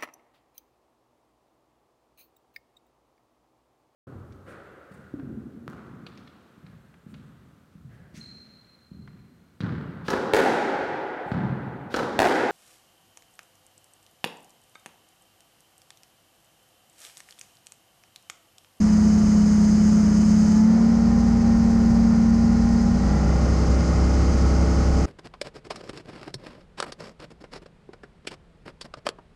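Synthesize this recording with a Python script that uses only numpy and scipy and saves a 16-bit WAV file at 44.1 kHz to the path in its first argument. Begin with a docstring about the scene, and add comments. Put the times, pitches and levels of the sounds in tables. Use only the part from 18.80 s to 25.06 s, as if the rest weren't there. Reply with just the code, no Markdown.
"""In the cockpit of a speedboat on open water, a supercharged V8 is opened up in two steps.
Its droning firing note climbs, then gives way to a deep, ragged exhaust bark. Exhaust, propeller,
blower and belt drive all sound at multiples (orders) of the engine cycle, two turns of the crank.
Turbulent gas roars, the panels ring, and the intake growls at each push of the throttle.
Spray hisses off the hull and wind buffets the microphone."""
import sys
import numpy as np
from scipy import signal
from scipy.fft import rfft, irfft
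from scipy.io import wavfile
from scipy.ndimage import uniform_filter1d, minimum_filter1d

SR = 44100
rng = np.random.default_rng(int(sys.argv[2]) if len(sys.argv) > 2 else 0)


def materialize(psi):
    """Save the field psi as 16-bit PCM at rate SR to the path in sys.argv[1].

    A 1-D psi becomes a single channel; in a 2-D psi each row is a channel.
    """
    bounded = np.clip(np.atleast_2d(psi).T, -1, 1)
    quanta = np.round(bounded * 32767).astype(np.int16)
    wavfile.write(sys.argv[1], SR, quanta)


N = 276066
TIME = np.arange(N) / SR
FIRING_ORDER = 8  # firings per engine cycle

# Engine speed: time_s, cycle_rate_hz
ENGINE_SPEED = [(0.0, 26.7), (0.54, 26.5), (0.61, 26.3), (1.13, 26.6), (1.31, 26.4), (1.55, 26.8),
                (1.76, 26.8), (2.0, 28.3), (2.39, 28.7), (2.98, 28.4), (3.16, 28.5), (3.42, 28.3),
                (3.73, 28.7), (4.11, 28.8), (4.34, 31.1), (4.6, 32.3), (5.46, 33.1), (6.26, 33.3)]
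# Throttle position: time_s, setting (0 cruise, 1 part, 2 full)
THROTTLE = [(0, 0), (1.74, 0), (1.9, 1), (4.05, 1), (4.35, 1.6), (4.75, 2), (6.26, 2)]
# The flare at each push of the throttle: centre_s, half_width_s, blower_db, intake_db, bite_db
SURGES = [(1.79, .14, -46, -61, -15), (4.38, 0.19, -52, -37, -9)]


def gain_of(db):
    """Amplitude grows tenfold for every 20 dB."""
    return 10 ** (np.asarray(db) / 20)


def unit_rms(x):
    """Normalisation brings a signal to a mean power of 1."""
    return x / np.sqrt(np.mean(x ** 2) + 1e-20)


def curve(rows):
    """Linear interpolation gives a value at every sample from rows of time_s, value."""
    return np.interp(TIME, *np.transpose(rows))


def by_throttle(values):
    """Interpolation follows the throttle through the values for cruise, part and full."""
    return np.interp(curve(THROTTLE), np.arange(len(values)), values)


def swells(rows, column):
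    """Gaussian envelopes add; each row opens with centre_s, half_width_s and has peak_db in column."""
    return sum(gain_of(row[column]) * np.exp(-((TIME - row[0]) / row[1]) ** 2) for row in rows)


def wander(rate_hz):
    """Band-limited noise of rms 1 fluctuates at rates up to about rate_hz."""
    oversampling = 4
    smooth = signal.resample_poly(rng.standard_normal(1024), oversampling, 1)
    return unit_rms(np.interp(2 * rate_hz * oversampling * TIME, np.arange(len(smooth)), smooth))


def noise(spectrum):
    """Filtering gives white noise a spectral density, set by rows of frequency_hz, density_db."""
    hz, db = np.transpose(spectrum)
    shape = gain_of(np.interp(np.log(np.fft.rfftfreq(N, 1 / SR) + 1), np.log(hz), db))
    return irfft(rfft(rng.standard_normal(N)) * shape, N) * np.sqrt(SR / 2)


def tone(cycles, order, flutter, rate_hz):
    """Random modulation of amplitude and phase broadens one engine order into a narrow band of rms 1."""
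    angle = 2 * np.pi * ((order * cycles + rng.random()) % 1).astype(np.float32)
    in_phase = (1 + flutter * wander(rate_hz)) * np.cos(angle)
    quadrature = flutter * wander(rate_hz) * np.sin(angle)
    return (in_phase + quadrature) * np.sqrt(2 / (1 + 2 * flutter ** 2))


def harmonic_comb(cycles, fall_db_per_octave, above_order):
    """A random waveform repeated every engine cycle has a line spectrum, here ending below order 100."""
    orders = np.arange(2049)
    in_band = (orders > above_order) & (orders < 100)
    comb = in_band * gain_of(-fall_db_per_octave * np.log2(orders + 1))
    phases = np.exp(2j * np.pi * rng.random(len(orders)))
    period = unit_rms(irfft(unit_rms(comb) * phases))
    return np.interp(cycles % 1 * len(period), np.arange(len(period)), period)


def resonate(excitation, modes):
    """Each resonance (pitch_hz, width_hz, level_db) passes a Lorentzian band of the excitation."""
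    hz = np.fft.rfftfreq(N, 1 / SR)
    response = sum(gain_of(db) * unit_rms(1 / (1 + (2 * (hz - pitch_hz) / width_hz) ** 2))
                   for pitch_hz, width_hz, db in modes)
    return irfft(rfft(excitation) * response, N)


def throb(cycles, blade_order=20 / 3):
    """Low engine and propeller tones swell and fade as they sweep through pipe and hull resonances."""
    orders = (2, 3, 5, FIRING_ORDER, blade_order)
    # Engine speeds at which the levels are set: cycle_rate_hz
    speeds_hz = (26.5, 27.4, 28.5, 31.2, 33.1)
    # Low tones, one row per order: level_db at each of speeds_hz
    levels = [(-34, -37.5, -27, -21.5, -19.5), (-30.5, -33.5, -31, -34, -33), (-46, -44.5, -38, -25.5, -29),
              (-17, -14, -18, -37, -34.5), (-25.5, -23, -24.5, -25.5, -35.5)]
    speed = curve(ENGINE_SPEED)
    return sum(gain_of(np.interp(speed, speeds_hz, db)) * tone(cycles, order, flutter=0.05, rate_hz=5.1)
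               for order, db in zip(orders, levels))


def exhaust(cycles, boom_hz=803, boom_width_hz=17, boom_db=6.5, bite_hz=640, bite_octaves=0.3):
    """Unequal, unevenly spaced cylinder pulses repeat once a cycle, so its harmonics ring in the pipes."""
    # Weaker exhaust harmonics: order, cruise_db, part_db, full_db
    harmonics = [(4, -40, -41, -41), (6, -41, -33, -40), (7, -36, -41, -34), (9, -37, -43, -40),
                 (10, -42, -48, -35.5), (11, -45, -51, -54), (12, -44, -61, -44), (13, -49, -54, -40),
                 (14, -58, -56, -47), (15, -53, -44, -43), (16, -46, -50, -47), (17, -53, -64, -43),
                 (18, -58, -49, -42.5), (19, -56, -49, -48), (20, -53, -49, -52), (21, -51, -58, -54),
                 (22, -58, -55, -57), (23, -72, -67, -50), (24, -52, -53, -49), (25, -58, -59, -50),
                 (26, -54, -54, -55), (27, -60, -54, -57), (28, -66, -48.5, -57), (33, -65, -62, -53),
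                 (34, -72, -60, -51), (36, -52, -51, -55), (38, -74, -62, -53), (39, -70, -69, -50),
                 (42, -63, -68, -56), (44, -60, -65, -53), (45, -58, -70, -66), (48, -58, -64, -68),
                 (50, -64, -57, -63)]
    speed = curve(ENGINE_SPEED)
    flutter_per_order = by_throttle((0.012, 0.0059, 0.0046))
    surge = swells(SURGES, column=4)
    pipes = np.zeros(N)
    for order, *levels_db in harmonics:
        hz = order * speed
        # The engine cover booms whenever a harmonic slides across its resonance.
        boom = 1 + (gain_of(boom_db) - 1) / (1 + (2 * (hz - boom_hz) / boom_width_hz) ** 2)
        bite = 1 + surge * np.exp(-(np.log2(hz / bite_hz) / bite_octaves) ** 2)
        partial = tone(cycles, order, order * flutter_per_order, rate_hz=12)
        pipes += by_throttle(gain_of(levels_db)) * boom * bite * partial
    return pipes


def rasp(cycles, levels_db=(-51, -53, -47)):
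    """Periodic valve strokes and gas pulses make a fine buzz of closely spaced high harmonics."""
    buzz = harmonic_comb(cycles, fall_db_per_octave=10.5, above_order=36)
    return by_throttle(gain_of(levels_db)) * buzz


def blower(cycles, orders=(32, 64), overtone_flare_db=-12.5):
    """Supercharger rotors pulse the air periodically: a whine and its octave flare at each push."""
    # Rotor tones, one row per order: cruise_db, part_db, full_db
    levels = [(-53, -54, -56), (-62.5, -58.5, -56)]
    surge = swells(SURGES, column=2)
    flares = (surge, surge * gain_of(overtone_flare_db))
    return sum((by_throttle(gain_of(db)) + flare) * tone(cycles, order, flutter=0.25, rate_hz=12)
               for order, db, flare in zip(orders, levels, flares))


def propeller_and_belt(cycles, orders=(40 / 3, 25.2, 113.6)):
    """The propeller's overtone (twice the blade rate) and two belt-drive whines follow engine speed."""
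    # Propeller overtone, then the two belt-drive whines: cruise_db, part_db, full_db
    levels = [(-48.5, -57.5, -48), (-54, -54.5, -52), (-62.5, -76, -72)]
    return sum(by_throttle(gain_of(db)) * tone(cycles, order, flutter=0.28, rate_hz=16)
               for order, db in zip(orders, levels))


def roar(cycles, puff_depth=0.18, lope_depth=0.036, gains_db=(2, 2, 1.3)):
    """Turbulent gas makes broadband noise, amplitude-modulated by each firing and each engine cycle."""
    # Exhaust and hull noise at cruise and at full throttle: frequency_hz, relative_density_db
    cruise_spectrum = [(20, -75), (60, -56), (110, -58), (150, -54.5), (200, -53.5), (300, -62.5),
                       (430, -72.5), (750, -71.5), (1000, -76.5), (1400, -75), (1650, -81), (2000, -79.5),
                       (2700, -92), (3600, -99), (9000, -135)]
    full_spectrum = [(20, -70), (60, -48), (110, -50), (150, -55.5), (200, -54.5), (300, -62.5), (450, -64),
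                     (800, -69), (1000, -71), (1400, -71), (1650, -82), (2000, -78), (2700, -86),
                     (3600, -89.5), (9000, -130)]
    full_share = by_throttle([0, 0.15, 1]).clip(0, 1)
    gas = np.sqrt(1 - full_share) * noise(cruise_spectrum) + np.sqrt(full_share) * noise(full_spectrum)
    puffs = puff_depth * np.cos(2 * np.pi * FIRING_ORDER * cycles)
    lope = lope_depth * np.cos(2 * np.pi * cycles)
    return gas * (1 + puffs + lope) * by_throttle(gain_of(gains_db))


def panels():
    """Forced vibration rings the engine cover and hull at their natural frequencies."""
    # Narrow panel resonances: pitch_hz, width_hz, cruise_db, part_db, full_db
    modes = [(344, 37, -49, -53.5, -54), (824, 43, -67, -57.5, -58), (1418, 40, -61, -57, -56),
             (1860, 82, -62.5, -60.5, -55), (3013, 54, -67.5, -68, -64)]
    shaking = rng.standard_normal(N)
    return sum(by_throttle(gain_of(levels_db)) * resonate(shaking, [(pitch_hz, width_hz, 0)])
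               for pitch_hz, width_hz, *levels_db in modes)


def spray(base_db=(-41, -45.5, -43.5), growth_db_per_s=0.76, swell_db=0.25, patter_depth=0.071):
    """Drops thrown off the hull add incoherently to a hiss that darkens, then grows with boat speed."""
    # Spray at cruise and from part throttle upward: frequency_hz, relative_density_db
    cruise_spectrum = [(2800, -16), (3600, -21), (4000, -15), (4600, -7.5), (5000, -1.5), (5700, -7.5),
                       (6300, -0.5), (6800, -3.5), (7400, -11), (8700, -18), (10000, -26), (11000, -30),
                       (12500, -37), (13700, -49)]
    fast_spectrum = [(2800, -21), (3600, -17.5), (4000, -8), (4600, -2.5), (5000, 1.5), (5700, -3),
                     (6300, 0), (6800, -4), (7400, -9), (8700, -16.5), (10000, -24.5), (11000, -28),
                     (12500, -40.5), (13700, -50.5)]
    throttle = curve(THROTTLE)
    fast_share = throttle.clip(0, 1)
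    hiss = np.sqrt(1 - fast_share) * unit_rms(noise(cruise_spectrum))
    hiss += np.sqrt(fast_share) * unit_rms(noise(fast_spectrum))
    full_throttle_s = np.cumsum((throttle - 1).clip(0, 1)) / SR
    level_db = by_throttle(base_db) + growth_db_per_s * full_throttle_s + swell_db * wander(1.4)
    return gain_of(level_db) * hiss * (1 + patter_depth * wander(30))


def wind(breeze_db=-46):
    """Turbulent pressure on the microphone rumbles in gusts over a steady breeze."""
    # Wind rumble: frequency_hz, relative_density_db
    spectrum = [(8, -38), (20, -7.5), (32, 3.5), (45, -5), (70, -4), (140, -22), (400, -60.5)]
    # Gusts: centre_s, half_width_s, peak_db
    gusts = [(0.3, 0.6, -42.5), (2.95, .33, -36.5), (4.25, 0.7, -39.5), (5.6, 0.32, -37), (6.26, 0.39, -35)]
    return (gain_of(breeze_db) + swells(gusts, column=2)) * unit_rms(noise(spectrum))


def intake(cycles):
    """Suction strokes and rushing air excite the intake's resonances while the engine leaps in speed."""
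    # Intake resonances: pitch_hz, width_hz, relative_level_db
    modes = [(613, 58, -11.5), (804, 89, 2.5), (1350, 200, -3.5), (1860, 150, -8.5)]
    strokes = harmonic_comb(cycles, fall_db_per_octave=0, above_order=16)
    rushing_air = rng.standard_normal(N)
    return swells(SURGES, column=3) * unit_rms(resonate(strokes + rushing_air, modes))


def bass_dip(sound, cutoff_hz=120):
    """Partial cancellation by a low-passed copy thins the bass briefly after the first push."""
    # Dip in the bass: centre_s, half_width_s, removed_share_db
    dips = [(2.0, .24, -7)]
    bass = signal.sosfiltfilt(signal.butter(4, cutoff_hz, fs=SR, output="sos"), sound)
    return sound - swells(dips, column=2) * bass


def scene(speed_jitter=0.00076):
    """The sources add by superposition; one phase, the integral of engine speed, drives every tone."""
    cycles = np.cumsum(curve(ENGINE_SPEED) * (1 + speed_jitter * wander(8))) / SR
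    engine = throb(cycles) + exhaust(cycles) + rasp(cycles)
    whine = blower(cycles) + propeller_and_belt(cycles)
    gas_flow = roar(cycles) + intake(cycles)
    return bass_dip(engine + whine + gas_flow + panels() + spray() + wind())[None]


def record(dry, ceiling_db=-8.5, window_samples=900, cutoff_hz=14000):
    """A limiter eases the gain down around peaks; short fades and a low-pass filter follow."""
    allowed_gain = np.minimum(1, gain_of(ceiling_db) / (abs(dry) + 1e-9))
    smooth_gain = uniform_filter1d(minimum_filter1d(allowed_gain, window_samples), window_samples)
    faded = dry * smooth_gain * signal.windows.tukey(N, 0.002)
    low_pass = signal.firwin(255, cutoff_hz, window=("kaiser", 9), fs=SR)
    return signal.oaconvolve(faded, low_pass[None], "same")


dry = scene()
out = record(dry)
materialize(out)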